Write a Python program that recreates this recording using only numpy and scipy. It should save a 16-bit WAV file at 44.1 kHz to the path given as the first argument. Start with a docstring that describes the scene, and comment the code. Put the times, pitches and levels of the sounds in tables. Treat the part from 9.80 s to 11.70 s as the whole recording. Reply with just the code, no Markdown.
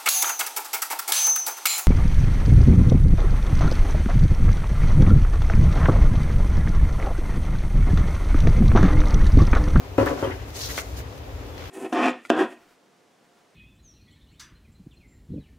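"""Over a low rumble that swells and sinks, something wooden is knocked and rattles to rest on a plywood bench.
A leaflet slides off the bench with one sharp tick; then a hand shifts on an idle power drill, itself silent.
Struck things are clicks into ringing modes; paper, grip and room air are coloured noise on level curves;
cracks are bursts of treble noise and rubs are noise in one narrow resonance. Hits also excite a dull room."""
import sys
import numpy as np
from scipy import signal
from scipy.fft import rfft, irfft
from scipy.io import wavfile

SR = 44100
rng = np.random.default_rng(int(sys.argv[2]) if len(sys.argv) > 2 else 0)


def generate_wav(signal):
    """Clip the signal to [-1, 1] and save it as 16-bit WAV at the path in sys.argv[1]."""
    frames = np.transpose(np.atleast_2d(signal))
    scaled = np.clip(frames, -1, 1) * 32767
    pcm = np.round(scaled).astype(np.int16)
    wavfile.write(sys.argv[1], SR, pcm)


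N = 83790   # length in samples


def amp(db):
    """dB to gain."""
    return 10 ** (np.asarray(db) / 20)


def rms_one(x):
    """Scale to rms 1, all channels together."""
    return x / np.sqrt(np.mean(x ** 2) + 1e-20)


def in_time(rows):
    """Read level curves in dB at every sample, -120 dB outside their span."""
    s, *columns = np.transpose(rows)
    t = np.arange(N) / SR
    return [np.interp(t, s, column, left=-120, right=-120) for column in columns]


def at_hz(points, hz):
    """Read a spectrum on a log frequency axis."""
    point_hz, value = np.transpose(points)
    return np.interp(np.log(hz + 1), np.log(point_hz), value)


def drift(rate_hz):
    """Slow random movement of rms 1: noise through two equal poles, on a grid of 40 samples."""
    r = np.exp(-2 * np.pi * rate_hz * 40 / SR)
    noise = rng.standard_normal(N // 40 + 2002)
    slow = signal.lfilter([1], [1, -2 * r, r * r], noise)[2000:]   # drop the filter's start
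    return np.interp(np.arange(N) / 40, np.arange(len(slow)), rms_one(slow))


def ring(x, hz, t60_s):
    """One resonant mode: a unit click sets off a decaying sine of height 1."""
    r = amp(-60 / (t60_s * SR))
    w = 2 * np.pi * hz / SR
    return signal.lfilter([0, np.sin(w)], [1, -2 * r * np.cos(w), r * r], x + 1e-18)


def low(x, hz):
    """Two-pole low-pass."""
    sos = signal.butter(2, np.clip(hz, 30, .45 * SR), fs=SR, output="sos")
    return signal.sosfilt(sos, x)


def coloured(spectrum, grain_db=0., patchy_db=0.):
    """Stereo noise of a spectrum, rms 1: grain flickers it all, patchiness moves each octave on its own."""
    # left-right likeness of the noise: hz, likeness (0 to 1)
    likeness = [(60, 0.94), (180, 0.96), (400, 0.87), (800, 0.07), (1650, 0.02), (5000, 0.012),
                (15000, .05)]
    hz = np.fft.rfftfreq(N, 1 / SR)
    mid, side = rfft(rng.standard_normal((2, N)) * amp(grain_db * drift(150)))
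    alike = np.clip(at_hz(likeness, hz), 0, 1)
    stereo = np.sqrt(1 + alike) * mid + np.sqrt(1 - alike) * side * [[1], [-1]]
    stereo = amp(at_hz(spectrum, hz)) * stereo
    octave = np.log2(hz + 1)
    out = 0
    for k in range(3, 16):
        band = np.clip(1 - abs(octave - k), 0, 1)   # overlapping triangles
        out = out + irfft(stereo * band, N) * amp(patchy_db * drift(10))
    return rms_one(out)


def knocks():
    """Soft contacts and dying rattles ring the wood's modes; fine grit grinds its upper modes in between."""
    # the knocks: start_s, level_db, middle_db and upper_db (modes against the lowest), rattle_t60_s
    knock_rows = [(.182, -5, 1.5, -10, 0.0069), (.185, -12, -7, 0, 0.014), (0.2002, -10.5, -3, -6, 0.021),
                  (0.2094, -11, 2.5, -1, 0.014), (0.229, -18, -5, 3, 0.019), (0.262, -14, -2, 2, 0.041),
                  (0.269, -16.5, -13, 1, 0.025), (.279, -19, -14, 3, 0.057), (.294, -14.5, 0.5, -14, 0.028),
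                  (0.31, -13, 1.5, -6, 0.036), (.317, -16, -3, -11, 0.041), (.333, -29, -3, 0, 0.044),
                  (.376, -20.5, 4.5, -3, 0.081), (.394, -28, 7, -3, 0.18), (0.426, -8, -2.5, -5, 0.047),
                  (0.437, -27.5, -2, 8, 0.023), (0.448, -21, 4, 3.5, 0.05), (.472, -21, -6.5, -3.5, 0.044),
                  (.499, -22, 1.5, -0.5, 0.061), (0.514, -39, 8, -7, 0.023)]
    # modes the wood rings with: pitch_hz, level_db, t60_s
    wood_modes = [(97, -10.5, 0.15), (287, 3, 0.039), (302, 0, 0.011), (369, 1.5, 0.033), (485, -4, 0.046),
                  (550, 0, 0.041), (672, 4, 0.015), (698, 3, 0.024), (888, -1.5, 0.022), (962, 2.5, 0.019),
                  (1133, -2.5, 0.036), (1182, -2.5, 0.03), (1515, -1.5, 0.014), (1711, -13, 0.084),
                  (2015, -2, 0.0057), (2540, -31, 0.013), (2850, -9, 0.0075), (3190, -21, 0.018)]
    # wood scuffing between knocks: time_s, grind_db, treble_db
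    scuff = [(.179, -42, -40), (.183, -31, -38), (.215, -45, -37.5), (.259, -62, -42.5), (.2615, -63, -36),
             (.272, -50, -38.5), (.29, -37, -37), (.3, -62, -39), (.33, -57, -42), (.363, -59, -44.5),
             (.393, -49, -41), (.422, -66, -41.5), (.432, -39, -42), (.45, -42, -41.5), (.481, -45, -46.5),
             (.5, -54, -43.5), (.519, -39, -50), (.54, -60, -45), (.593, -53, -64), (.63, -62, -48.5)]
    # loudness of the modes under grinding: pitch_hz, level_db
    grind_modes = [(800, -14), (1300, -5), (1900, 0), (2500, -4), (3200, -10)]
    # treble of the scuffing: pitch_hz, level_db (relative, per Hz)
    scuff_treble = [(2000, 5), (3500, 0.5), (7000, -3.5), (15000, -18.5)]
    rattles_per_s, rattle_db, grinds_per_s, grind_t60_s = 800, -12, 3100, .03
    wood_db, contact_hz, middle_from_hz, upper_from_hz = -7, 1400, 450, 800

    size = SR // 3
    t = np.arange(size) / SR
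    out = np.zeros(N + size)
    for s, db, middle_db, upper_db, rattle_t60 in knock_rows:
        bounces = (rng.random(size) < rattles_per_s / SR) * rng.standard_normal(size)
        touches = bounces * amp(rattle_db - 60 * t / rattle_t60)
        touches[0] = 1   # the knock itself
        push = low(touches, contact_hz)   # soft contact
        struck = 0
        for k, (hz, level_db, mode_t60) in enumerate(wood_modes):
            mode_db = level_db + rng.normal(0, 1.5)   # no two knocks alike
            if hz > upper_from_hz:
                mode_db += upper_db
            elif hz > middle_from_hz:
                mode_db += middle_db
            struck = struck + amp(mode_db) * (-1) ** k * ring(push, hz, mode_t60)
        out[int(s * SR):][:size] += amp(db + wood_db) * struck

    grind_db, treble_db = in_time(scuff)
    grit = (rng.random(N) < grinds_per_s / SR) * rng.standard_normal(N)
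    grind = 0
    for k, (hz, _, _) in enumerate(wood_modes):
        if hz > upper_from_hz:
            grind = grind + amp(at_hz(grind_modes, hz)) * (-1) ** k * ring(grit, hz, grind_t60_s)
    wood = out[:N] + amp(grind_db) * rms_one(grind)
    return wood, amp(treble_db) * coloured(scuff_treble, grain_db=1.0)


def cracks():
    """Each crack is an abrupt, fast-dying burst of random-sign noise, thinned to its treble."""
    # the cracks: start_s, level_db (before thinning)
    crack_rows = [(.1823, -49), (0.2604, -28.5), (0.269, -32), (1.8211, -54)]
    t60_s, treble_from_hz = 0.0041, 3600
    t = np.arange(N) / SR
    shape = sum(amp(db - 60 * np.abs(t - s) / t60_s) * (t >= s) for s, db in crack_rows)
    x = shape * rng.choice([-1, 1], N)
    return x - low(x, treble_from_hz)


def ticks():
    """A hard little contact rings a light stiff body."""
    # the ticks: start_s, level_db (relative), upper_db (upper modes against the lower)
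    tick_rows = [(.979, -12, -5), (0.9882, -28, -2), (1.7794, -34, 10), (1.822, -30, -7)]
    # modes of the light body: pitch_hz, level_db, t60_s
    body_modes = [(760, 0, 0.0081), (1200, -8, 0.029), (1470, 0, 0.019), (2085, 2.5, 0.018),
                  (3200, -9, 0.012), (4180, -7, 0.02), (6200, -16, .012)]
    tick_db, upper_from_hz, thin_hz = -11.5, 2600, 500
    s, db, upper_db = np.transpose(tick_rows)
    out = 0
    for hz, level_db, t60 in body_modes:
        clicks = np.zeros(N)
        clicks[(s * SR).astype(int)] = amp(db + tick_db + level_db + upper_db * (hz > upper_from_hz))
        out = out + ring(clicks, hz, t60)
    return out - low(out, thin_hz)


def leaflet():
    """Paper dragged over wood grain: bright hiss and a duller scrape."""
    # the slide: time_s, hiss_db, scrape_db
    slide = [(.72, -65, -114), (.736, -50.5, -69), (.765, -38.5, -50), (.8, -35.5, -44.5), (.858, -34, -50),
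             (.88, -36.5, -51), (.892, -38, -42), (.913, -33.5, -41), (.925, -38, -47), (.956, -37, -38.5),
             (.976, -33.5, -72), (.987, -32.5, -22), (1.005, -34.5, -51), (1.025, -44, -49),
             (1.06, -50, -66), (1.104, -52, -69), (1.158, -50.5, -47), (1.172, -41, -70),
             (1.19, -40.5, -41.5), (1.215, -49, -47.5), (1.25, -77, -80)]
    # spectrum of the hiss: pitch_hz, level_db (relative, per Hz)
    hiss_colour = [(1500, -1.5), (2500, -2.5), (3900, 4), (4500, 3.5), (5700, 3), (6500, 5), (7500, 1.5),
                   (10000, -4.5), (13000, -9), (16000, -9)]
    # spectrum of the scrape: pitch_hz, level_db (relative, per Hz)
    scrape_colour = [(200, -25), (500, -6), (1200, -9), (1900, -7), (2600, -10), (6000, -33)]
    hiss_db, scrape_db = in_time(slide)
    hiss = coloured(hiss_colour, grain_db=1.34, patchy_db=1.8)
    scrape = coloured(scrape_colour, grain_db=1.0, patchy_db=4.0)
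    return amp(hiss_db) * hiss + amp(scrape_db) * scrape


def rubs():
    """Gritty friction of one surface on another sings in one narrow resonance for a moment."""
    # the rubs: centre_s, half_length_s, pitch_hz, width_hz, level_db
    rub_rows = [(0.272, .005, 1100, 200, -30.5), (0.274, 0.0084, 1730, 300, -29),
                (0.288, 0.0064, 2170, 350, -34.5), (0.452, 0.023, 3150, 70, -45),
                (.519, 0.015, 2020, 250, -38.5), (0.833, 0.038, 4470, 250, -42.5),
                (.84, 0.037, 5720, 350, -39), (0.907, 0.013, 1930, 249, -37.5),
                (1.755, 0.022, 3420, 40, -57.5), (1.844, 0.093, 3370, 150, -58)]
    t = np.arange(N) / SR
    out = 0
    for s, half_length, hz, width_hz, db in rub_rows:
        t60 = np.log(1000) / (np.pi * width_hz)   # the narrower, the longer it rings
        sung = rms_one(ring(rng.standard_normal((2, N)), hz, t60))
        out = out + amp(db) * np.exp(-((t - s) / half_length) ** 4) * sung
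    return out


def rustles():
    """The hand shifting on the grip, and brief faint bright wisps, both as grainy noise."""
    # the hand on the grip: time_s, level_db
    hand = [(1.68, -87), (1.696, -65), (1.72, -72), (1.777, -66), (1.779, -42), (1.81, -47), (1.826, -43),
            (1.86, -46.5), (1.9, -55)]
    # spectrum of the hand: pitch_hz, level_db (relative, per Hz)
    hand_colour = [(600, -8), (1500, -5.5), (3300, -7), (6000, -13.5), (10000, -25), (16000, -30)]
    # the wisps, each peaking one length after its start: start_s, peak_db, length_s
    wisp_rows = [(0.554, -50.5, 0.011), (0.677, -48, 0.016), (1.058, -52, 0.0035), (1.373, -49, 0.0092),
                 (1.868, -53, 0.012)]
    # spectrum of the wisps: pitch_hz, level_db (relative, per Hz)
    wisp_colour = [(2000, 5), (6000, 5), (12000, -5)]
    t = np.arange(N) / SR
    swells = sum(amp(db) * np.exp(-((t - s - length) / length) ** 2) for s, db, length in wisp_rows)
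    grip = amp(in_time(hand)[0]) * coloured(hand_colour, grain_db=3.5)
    return grip + swells * coloured(wisp_colour, grain_db=2.5)


def room(x):
    """Dense dull reflections as decaying noise, alike in both channels only in the bass."""
    t60_s, build_s, level_db = 0.25, 0.01, -5
    wall_cut_hz, alike_below_hz, thin_hz = 4400, 710, 247
    t = np.arange(SR // 2) / SR
    decay = amp(-60 * t / t60_s) * np.minimum(t / build_s, 1)
    mid, side = rng.standard_normal((2, len(t))) * decay
    side = side - low(side, alike_below_hz)
    mid = mid - low(mid, thin_hz)
    tail = low(np.array([mid + side, mid - side]), wall_cut_hz) / np.sqrt(np.sum(mid ** 2))
    return amp(level_db) * signal.fftconvolve(x[None], tail)[:, :N]


def room_tone():
    """Steady air of the room as noise; its low rumble swells and sinks."""
    # spectrum of the air: pitch_hz, level_db (relative, per Hz)
    air_colour = [(20, -51), (32, -35), (48, -3), (65, -0.5), (100, -2.5), (127, -10), (157, -16.5),
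                  (210, -25), (275, -11.5), (330, -18), (400, -16), (480, -14), (560, -17.5), (695, -19),
                  (800, -20.5), (1020, -22.5), (1560, -28), (2500, -29.5), (4000, -35), (7000, -39),
                  (11000, -48), (16000, -49)]
    # swelling of the rumble, heard against its mean: time_s, level_db
    rumble = [(0.0, -31.5), (0.164, -31), (0.194, -24), (0.402, -37.5), (0.492, -27), (0.724, -32.5),
              (0.882, -28), (1.016, -35.5), (1.216, -27), (1.344, -36), (1.364, -32), (1.512, -35.5),
              (1.544, -26.5), (1.64, -32), (1.692, -29.5), (1.794, -35), (1.836, -30.5), (1.9, -34.5)]
    tone_db, rumble_below_hz = -36, 146
    tone = amp(tone_db) * coloured(air_colour, patchy_db=0.9)
    rumble_db = in_time(rumble)[0]
    swell = amp(rumble_db - rumble_db.mean())
    bass = irfft(rfft(tone) * (np.fft.rfftfreq(N, 1 / SR) < rumble_below_hz), N)
    return tone + (swell - 1) * bass


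def scene():
    """Knocks reach the left port a moment first, ticks and cracks both at once; room and noises join them."""
    dip_hz, dip_q = 190, 1.6   # a dip in the knocks where the room answers weakly
    knock_lead_s, small_room_db = 0.00011, -1.5
    wood, wood_treble = knocks()
    wood = signal.lfilter(*signal.iirnotch(dip_hz, dip_q, SR), wood)
    small = ticks() + cracks()
    late = np.interp(np.arange(N) - knock_lead_s * SR, np.arange(N), wood)
    hits = np.array([wood, late]) + small + room(wood + amp(small_room_db) * small)
    return hits + wood_treble + leaflet() + rubs() + rustles() + room_tone()


def record(dry):
    """The left port is the more sensitive, the treble response is uneven, and the top is cut."""
    # balance of the ports: pitch_hz, left_over_right_db
    left_db = [(30, 2), (180, 2), (550, 4), (1650, 2), (5000, 2), (9000, 0.5), (14000, 1.5)]
    # treble response of the microphone: pitch_hz, level_db
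    microphone = [(6800, 0), (7600, -4), (11500, 1.5), (12500, 5.5), (16000, 4.5)]
    hz = np.fft.rfftfreq(N, 1 / SR)
    tilt = amp(at_hz(left_db, hz) * [[.5], [-.5]] + at_hz(microphone, hz))
    top_cut = signal.cheby2(16, 70, 16300, fs=SR, output="sos")   # 70 dB down from 16300 Hz
    return signal.sosfilt(top_cut, irfft(rfft(dry) * tilt, N))


dry = scene()
out = record(dry)
generate_wav(out)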